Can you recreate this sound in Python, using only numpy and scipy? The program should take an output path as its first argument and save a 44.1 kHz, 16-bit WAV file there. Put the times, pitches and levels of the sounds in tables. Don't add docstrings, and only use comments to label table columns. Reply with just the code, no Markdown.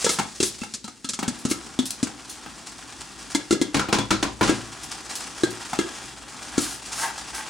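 import sys
import numpy as np
from scipy import signal
from scipy.fft import rfft, irfft, next_fast_len
from scipy.io import wavfile
from scipy.ndimage import map_coordinates

SR = 44100
rng = np.random.default_rng(int(sys.argv[2]) if len(sys.argv) > 2 else 0)


def store_pcm(level_fs):
    pcm = np.round(np.clip(level_fs, -1, 1) * 32767).astype(np.int16)
    wavfile.write(sys.argv[1], SR, np.atleast_2d(pcm).T)


N = 330529
T = np.arange(SR // 2) / SR
T_SCENE = np.arange(N) / SR

# t/s, crack level/dB, pan air ring level/dB, thump level/dB, thump f/Hz
POPS = [(0.0447, -20, -33, -26, 485), (0.0649, -31, -23, -22, 468), (0.0923, -21, -27.5, -34, 337),
        (0.403, -25.5, -28, -21, 363), (0.4288, -19.5, -31.5, -25.5, 361), (0.6171, -44, -37.5, -31, 227),
        (0.7385, -28.5, -65, -59, 240), (0.843, -39.5, -38.5, -37.5, 220), (1.045, -35, -35, -36, 255),
        (1.0897, -25, -58, -50, 214), (1.135, -30, -37, -53, 203), (1.2799, -27.5, -34, -22.5, 232),
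        (1.4518, -29, -36, -19.5, 242), (1.513, -30, -29.5, -23.5, 310), (1.79, -30.5, -27, -19.5, 254),
        (2.0294, -26, -37, -20, 266), (3.3489, -24, -24, -21.5, 304), (3.5085, -25, -26, -17.5, 317),
        (3.5265, -28, -28, -17, 347), (3.6145, -27.5, -27, -16.5, 312), (4.4945, -29, -27, -16.5, 330),
        (5.435, -30.5, -24.5, -16, 350), (5.7895, -31.5, -26, -18, 341), (6.5797, -24.5, -29.5, -17.5, 282)]
# t/s, ring level/dB, thud level/dB, contact level/dB, contact length/s
KNOCKS = [(3.744, -25.5, -20, -22, 0.015), (3.766, -26, -22, -28, 0.017), (3.794, -23, -24, -25, 0.0092),
          (3.886, -28.5, -26.5, -42, 0.014), (3.927, -24, -19.5, -18.5, 0.0087),
          (3.94, -24.5, -21, -26, 0.02), (3.985, -26.5, -22, -26.5, 0.01),
          (4.106, -20.5, -18.5, -19.5, 0.015), (4.125, -36, -26, -32, 0.02),
          (4.2268, -24.5, -20, -22.5, 0.012), (4.41, -18, -17.5, -35, 0.014),
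          (4.427, -34, -19.5, -19.5, 0.15), (4.476, -26, -25, -25, 0.025)]
# t/s, ring level/dB, click level/dB
LID_CLACKS = [(0.187, -22.5, -27), (0.196, -22.5, -41), (0.633, -33.5, -38.5), (0.878, -38, -40.5),
              (1.19, -28, -32.5), (1.228, -25, -36), (1.664, -40, -43.5), (2.07, -35.5, -40),
              (2.461, -36.5, -58), (5.731, -25, -39)]
# onset t/s, peak level/dB
TUMBLES = [(2.535, -44.5), (2.662, -39), (2.875, -43), (3.0, -38.5), (3.195, -42.5), (3.295, -36),
           (4.909, -35), (5.09, -32), (5.2, -34.5), (5.39, -39), (5.645, -38), (6.048, -39), (6.279, -38.5),
           (6.424, -37.5), (6.815, -42), (6.85, -36), (6.914, -32.5), (7.172, -36.5), (7.205, -50)]
# t/s, effort level/dB
EFFORT = [(0.2, -44), (0.6, -78), (1.02, -85), (1.33, -47.5), (1.9, -49), (2.4, -49), (3.33, -46.5),
          (3.49, -51), (4.38, -53), (4.62, -45), (5.05, -44.5), (5.9, -41), (6.22, -48.5), (6.62, -38.5),
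          (6.81, -46.5), (7.0, -43), (7.49, -41.5)]
# t/s, level/dB
OIL = [(0.08, -31.5), (0.24, -45.5), (0.56, -42), (0.8, -54)]
# peak t/s, peak level/dB
RUBS = [(6.34, -51), (7.06, -24.5), (7.405, -37.5)]
# t/s, starting level/dB, t60/s
SPITS = [(1.3877, -40, 0.14), (1.487, -34.5, 0.083), (1.5, -28.5, 0.11), (1.8557, -26.5, 0.1),
         (1.869, -38, 0.11), (1.9064, -19.5, 0.023), (2.295, -34, 0.19), (4.834, -33, 0.093),
         (5.1536, -27, 0.11), (5.5054, -33, 0.06), (7.348, -31.5, 0.14)]
# peak t/s, peak level/dB, half length to 1/e/s
JETS = [(0.01, -38, 0.013), (0.125, -28.5, 0.032), (0.461, -28.5, 0.033), (1.516, -28, 0.014),
        (6.628, -29.5, 0.033), (6.711, -36, 0.063), (7.019, -29.5, 0.06), (7.385, -38.5, 0.033)]

# f/Hz, width/Hz, relative level/dB
CAVITY_MODES = [(494, 230, -8), (910, 82, -10.5), (1319, 65, 3.5), (1637, 34, 0.5), (2095, 95, -3),
                (2716, 98, -5), (3376, 250, -1.5), (4050, 130, -6), (4960, 220, -16)]
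# f/Hz, width/Hz, relative level/dB
LID_MODES = [(216, 115, 6.5), (380, 40, -15), (794, 134, 4.5), (986, 43, -1.5), (1265, 87, 0),
             (1530, 23, -4.5), (2134, 56, -2), (2630, 42, -5), (3330, 23, -3), (4160, 26, -16)]
# f/Hz, width/Hz, relative level/dB
PAN_MODES = [(519, 25, 5), (824, 78, 2.5), (1007, 110, 2), (1340, 86, 0), (1900, 410, -24), (2230, 98, -9),
             (2720, 37, -25), (3390, 63, -9), (3920, 110, -16)]
# f/Hz, width/Hz, relative level/dB
RIM_MODES = [(891, 32, 5.5), (1084, 22, -5), (1270, 80, -5.5), (1550, 48, 0.5), (1916, 82, -11),
             (3150, 66, -14)]
# f/Hz, width/Hz, relative level/dB
HOB_MODES = [(59.3, 1.5, 2), (77, 4.4, -7), (114.2, 3.3, 5.5), (145, 21, 2), (207.7, 21, 7.5),
             (241, 39, -2), (282.5, 21, 4), (319.3, 10, 3.5)]

# f/Hz, relative level/dB
CRACK_COLOUR = [(50, -11), (200, 10), (700, -8.5), (1500, -4), (2800, -2.5), (4300, 4), (7500, 7.5),
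                (9700, 0.5), (11500, -8), (13500, -22), (16000, -35)]
# f/Hz, relative level/dB
STRIKE_COLOUR = [(100, 7.5), (400, 0), (1200, 4), (3000, 2), (7000, 0), (9700, -6.5), (11500, -15),
                 (13500, -40), (16000, -58)]
# f/Hz, relative level/dB
SPIT_COLOUR = [(300, -23), (1500, -12), (4500, 3), (9800, 3.5), (12000, 0.5), (16000, -15)]
# f/Hz, relative level/dB
SIZZLE_COLOUR = [(500, -3), (1800, -0.5), (3200, -0.5), (5000, 5), (8000, 3.5), (9800, -1.5), (11500, -7),
                 (13500, -14), (16000, -20)]
# f/Hz, relative level/dB
SCRAPE_COLOUR = [(200, -33), (450, -9.5), (620, -6), (880, -0.5), (1400, -1), (2200, -7.5), (3500, -5.5),
                 (8000, -62)]
# f/Hz, relative level/dB
RUMBLE_COLOUR = [(20, -30), (40, -6), (57, 9), (85, -7.5), (120, 2.5), (170, -3.5), (300, 4.5), (420, -6),
                 (700, -18), (2000, -85)]

# f/Hz, t60/s
KITCHEN = [(100, 0.29), (300, 0.37), (1500, 0.29), (5000, 0.31), (14000, 0.14)]
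# f/Hz, left minus right level/dB
LEAN = [(60, 5.5), (250, 3.6), (500, -.5), (1200, 1.6), (4000, 1.4), (10000, 0)]
# f/Hz, left minus right phase/rad
PORTS = [(60, -.4), (330, -.8), (1000, 0), (6000, 0), (10000, .4), (11400, 2.6), (14300, 2.6), (15200, .8)]

TUMBLE_RISE_S, TUMBLE_FALL_S, TUMBLE_DRAG_DB = 0.0089, 0.031, -8
RUB_RISE_S, RUB_FALL_S = 0.041, 0.02
USUAL_EFFORT_DB = -45
RUSTLE_DB, SCRAPE_DB, RUMBLE_DB = -45, -46, -51.5
RUSTLE_DB_PER_EFFORT_DB = 1.05
RUMBLE_MAX_RISE_DB, STOVE_REST_DB = 0.5, -56
BAND_TOP_HZ = 16000


def pops(tear_s=0.019, swell_s=0.00072, decay_cycles=2.28):
    out = np.zeros((2, N))
    for s, crack_db, ring_db, thump_db, thump_hz in POPS:
        hull = burst(tear_s, wet_db=-8, snap=7)
        crack = amp(crack_db) * blow(coloured(hull, CRACK_COLOUR))
        puff = burst(0.0093, wet_db=-4.5, snap=10.7)
        ring = amp(ring_db) * blow(resonate(puff, struck(CAVITY_MODES, scatter_db=6.0)))
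        envelope = (1 - np.exp(-T / swell_s)) * np.exp(-T * thump_hz / decay_cycles)
        note = np.sin(2 * np.pi * thump_hz * T) * envelope
        thump = in_room(amp(thump_db) * blow(note), wet_db=-10.5)
        jolt = amp(thump_db - 11) * blow(resonate(burst(0.0079, wet_db=-5.5), HOB_MODES))
        add(out, s, crack + ring + jolt + thump)
    return out


def knocks():
    out = np.zeros((2, N))
    for s, ring_db, thud_db, contact_db, length_s in KNOCKS:
        strike = burst(length_s, wet_db=-2.0, snap=1.3)
        contact = amp(contact_db) * blow(coloured(strike, STRIKE_COLOUR))
        pan_modes = struck(PAN_MODES, scatter_db=5.5)
        ring = amp(ring_db) * blow(resonate(burst(length_s, wet_db=1), pan_modes))
        hob_modes = struck(HOB_MODES, scatter_db=2.0)
        thud = amp(thud_db) * blow(resonate(burst(length_s, wet_db=-6.0), hob_modes))
        add(out, s, contact + ring + thud)
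    return out


def lid():
    out = np.zeros((2, N))
    for s, ring_db, click_db in LID_CLACKS:
        ring = amp(ring_db) * blow(resonate(burst(0.0087, wet_db=-5.0), struck(LID_MODES)))
        click = amp(click_db) * blow(coloured(burst(0.016, wet_db=-3.5), CRACK_COLOUR))
        add(out, s, ring + click)
    return out


def shaking(effort_db, clump_db=2.0):
    heaps = tipping()
    clumps = map_coordinates(rng.standard_normal(N // 500 + 4), [np.arange(N) / 500])
    tumble = amp(clump_db * clumps)
    slips = grains(rate_hz=2500, spread_db=1.0)
    sound = rustle(effort_db, heaps) + scrape(effort_db, heaps, slips) + rim_song(slips)
    return in_room(tumble * sound, wet_db=-6.5)


def rustle(effort_db, heaps, ticks=0.15):
    crackle = grains(rate_hz=9000, spread_db=2) + ticks * grains(rate_hz=200, spread_db=4)
    slid = amp(RUSTLE_DB + RUSTLE_DB_PER_EFFORT_DB * effort_db)
    oil = amp(curves(OIL)[0])
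    stir = np.sqrt(slid ** 2 + oil ** 2 + heaps ** 2)
    return stir * unit(coloured(crackle, SIZZLE_COLOUR))


def scrape(effort_db, heaps, slips):
    drag = np.hypot(amp(SCRAPE_DB + effort_db), amp(TUMBLE_DRAG_DB) * heaps)
    base = unit(coloured(slips, SCRAPE_COLOUR))
    rim = 0.18 * unit(resonate(slips, RIM_MODES))
    return drag * unit(base + rim)


def rim_song(slips):
    return swells(RUBS, RUB_RISE_S, RUB_FALL_S) * unit(resonate(slips, RIM_MODES))


def tipping():
    gain = np.zeros(N)
    for s, db in TUMBLES:
        age = T_SCENE - s
        gather = np.clip(age / TUMBLE_RISE_S, 0, 1)
        settle = np.exp(-np.maximum(age - TUMBLE_RISE_S, 0) / TUMBLE_FALL_S)
        gain += amp(db) * gather * settle
    return gain


def spits():
    out = np.zeros((2, N))
    for s, db, t60_s in SPITS:
        hiss = unit(coloured(rng.laplace(size=len(T)), SPIT_COLOUR)) * amp(-60 * T / t60_s)
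        add(out, s, in_room(amp(db) * hiss, wet_db=-4.5))
    return out


def steam():
    flow = sum(amp(db) * np.exp(-((T_SCENE - s) / half_s) ** 2) for s, db, half_s in JETS)
    hiss = unit(coloured(rng.standard_normal(N), SPIT_COLOUR))
    return in_room(flow * hiss, wet_db=-7.5)


def rumble(effort_db):
    level = amp(RUMBLE_DB + np.minimum(effort_db, RUMBLE_MAX_RISE_DB)) + amp(STOVE_REST_DB)
    return in_room(level * unit(coloured(rng.standard_normal(N), RUMBLE_COLOUR)), wet_db=-22)


def burst(length_s, wet_db, snap=0):
    cluster = rng.standard_normal(len(T)) * np.exp(-(T / length_s) ** 2)
    cluster[0] += snap
    return cluster / np.linalg.norm(cluster) + amp(wet_db) * room_tail()


def struck(modes, scatter_db=3, detune=0.018):
    chance = rng.standard_normal((len(modes), 2))
    return [(hz * (1 + detune * a), width_hz, db + scatter_db * b)
            for (hz, width_hz, db), (a, b) in zip(modes, chance)]


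def grains(rate_hz, spread_db):
    hits = rng.random(N) < rate_hz / SR
    return unit(hits * rng.standard_normal(N) * amp(spread_db * rng.standard_normal(N)))


def swells(rows, rise_s, fall_s):
    return sum(amp(db) * np.exp(-np.maximum((s - T_SCENE) / rise_s, (T_SCENE - s) / fall_s))
               for s, db in rows)


def room_tail(wide=0.54):
    hz, t, z = signal.stft(rng.standard_normal((2, len(T))), SR, nperseg=256)
    z[1] *= np.minimum(hz / 600, 1)[:, None]
    decay = amp(-60 * t / along(KITCHEN, hz)[:, None])
    onset = 1 - np.exp(-t / 0.0009)
    tails = signal.istft(z * decay * onset, SR, nperseg=256)[1][:, :len(T)]
    mid, side = tails / np.linalg.norm(tails[0])
    return np.array([mid + wide * side, mid - wide * side])


def in_room(x, wet_db):
    return x + amp(wet_db) * signal.fftconvolve(x[None], room_tail(), axes=1)[:, :len(x)]


def add(track, s, sound):
    part = track[:, max(round(s * SR), 0):][:, :sound.shape[1]]
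    part += sound[:, :part.shape[1]]


def amp(db):
    return 10 ** (np.asarray(db) / 20)


def unit(x):
    return x / np.sqrt(np.mean(x ** 2) + 1e-20)


def blow(x):
    return unit(x) * np.sqrt(SR * .02 / len(T))


def along(points, hz):
    f, v = np.transpose(points)
    return np.interp(np.log(hz + 1), np.log(f), v)


def curves(rows):
    s, *cols = np.transpose(rows)
    return [np.interp(T_SCENE, s, c) for c in cols]


def filtered(x, response):
    n = x.shape[-1]
    m = 2 * next_fast_len(n // 2 + 4096)
    return irfft(rfft(x, m) * response(np.fft.rfftfreq(m, 1 / SR)), m)[..., :n]


def coloured(x, points):
    def response(hz):
        cepstrum = irfft(np.log(amp(along(points, hz))))
        cepstrum[len(cepstrum) // 2:] = 0
        cepstrum[1:] *= 2
        return np.exp(rfft(cepstrum))
    return filtered(x, response)


def resonate(x, modes):
    def response(f):
        return sum(amp(db) * 1j * f * w / (c * c - f * f + 1j * f * w) for c, w, db in modes)
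    return filtered(x, response)


def scene():
    effort_db = curves(EFFORT)[0] - USUAL_EFFORT_DB
    dry = pops() + knocks() + lid() + shaking(effort_db) + spits() + steam() + rumble(effort_db)

    def ports(hz):
        left = amp(along(LEAN, hz) / 2) * np.exp(1j * along(PORTS, hz) / 2)
        return np.array([left, 1 / left])
    return filtered(dry, ports)


def record(dry, bass_hz=50, ceiling=0.62):
    thin = filtered(dry, lambda hz: 1j * hz / (bass_hz + 1j * hz))
    rounded = thin / (1 + (thin / ceiling) ** 4) ** (1 / 4)
    return filtered(rounded, lambda hz: hz < BAND_TOP_HZ)


dry = scene()
out = record(dry)
store_pcm(out)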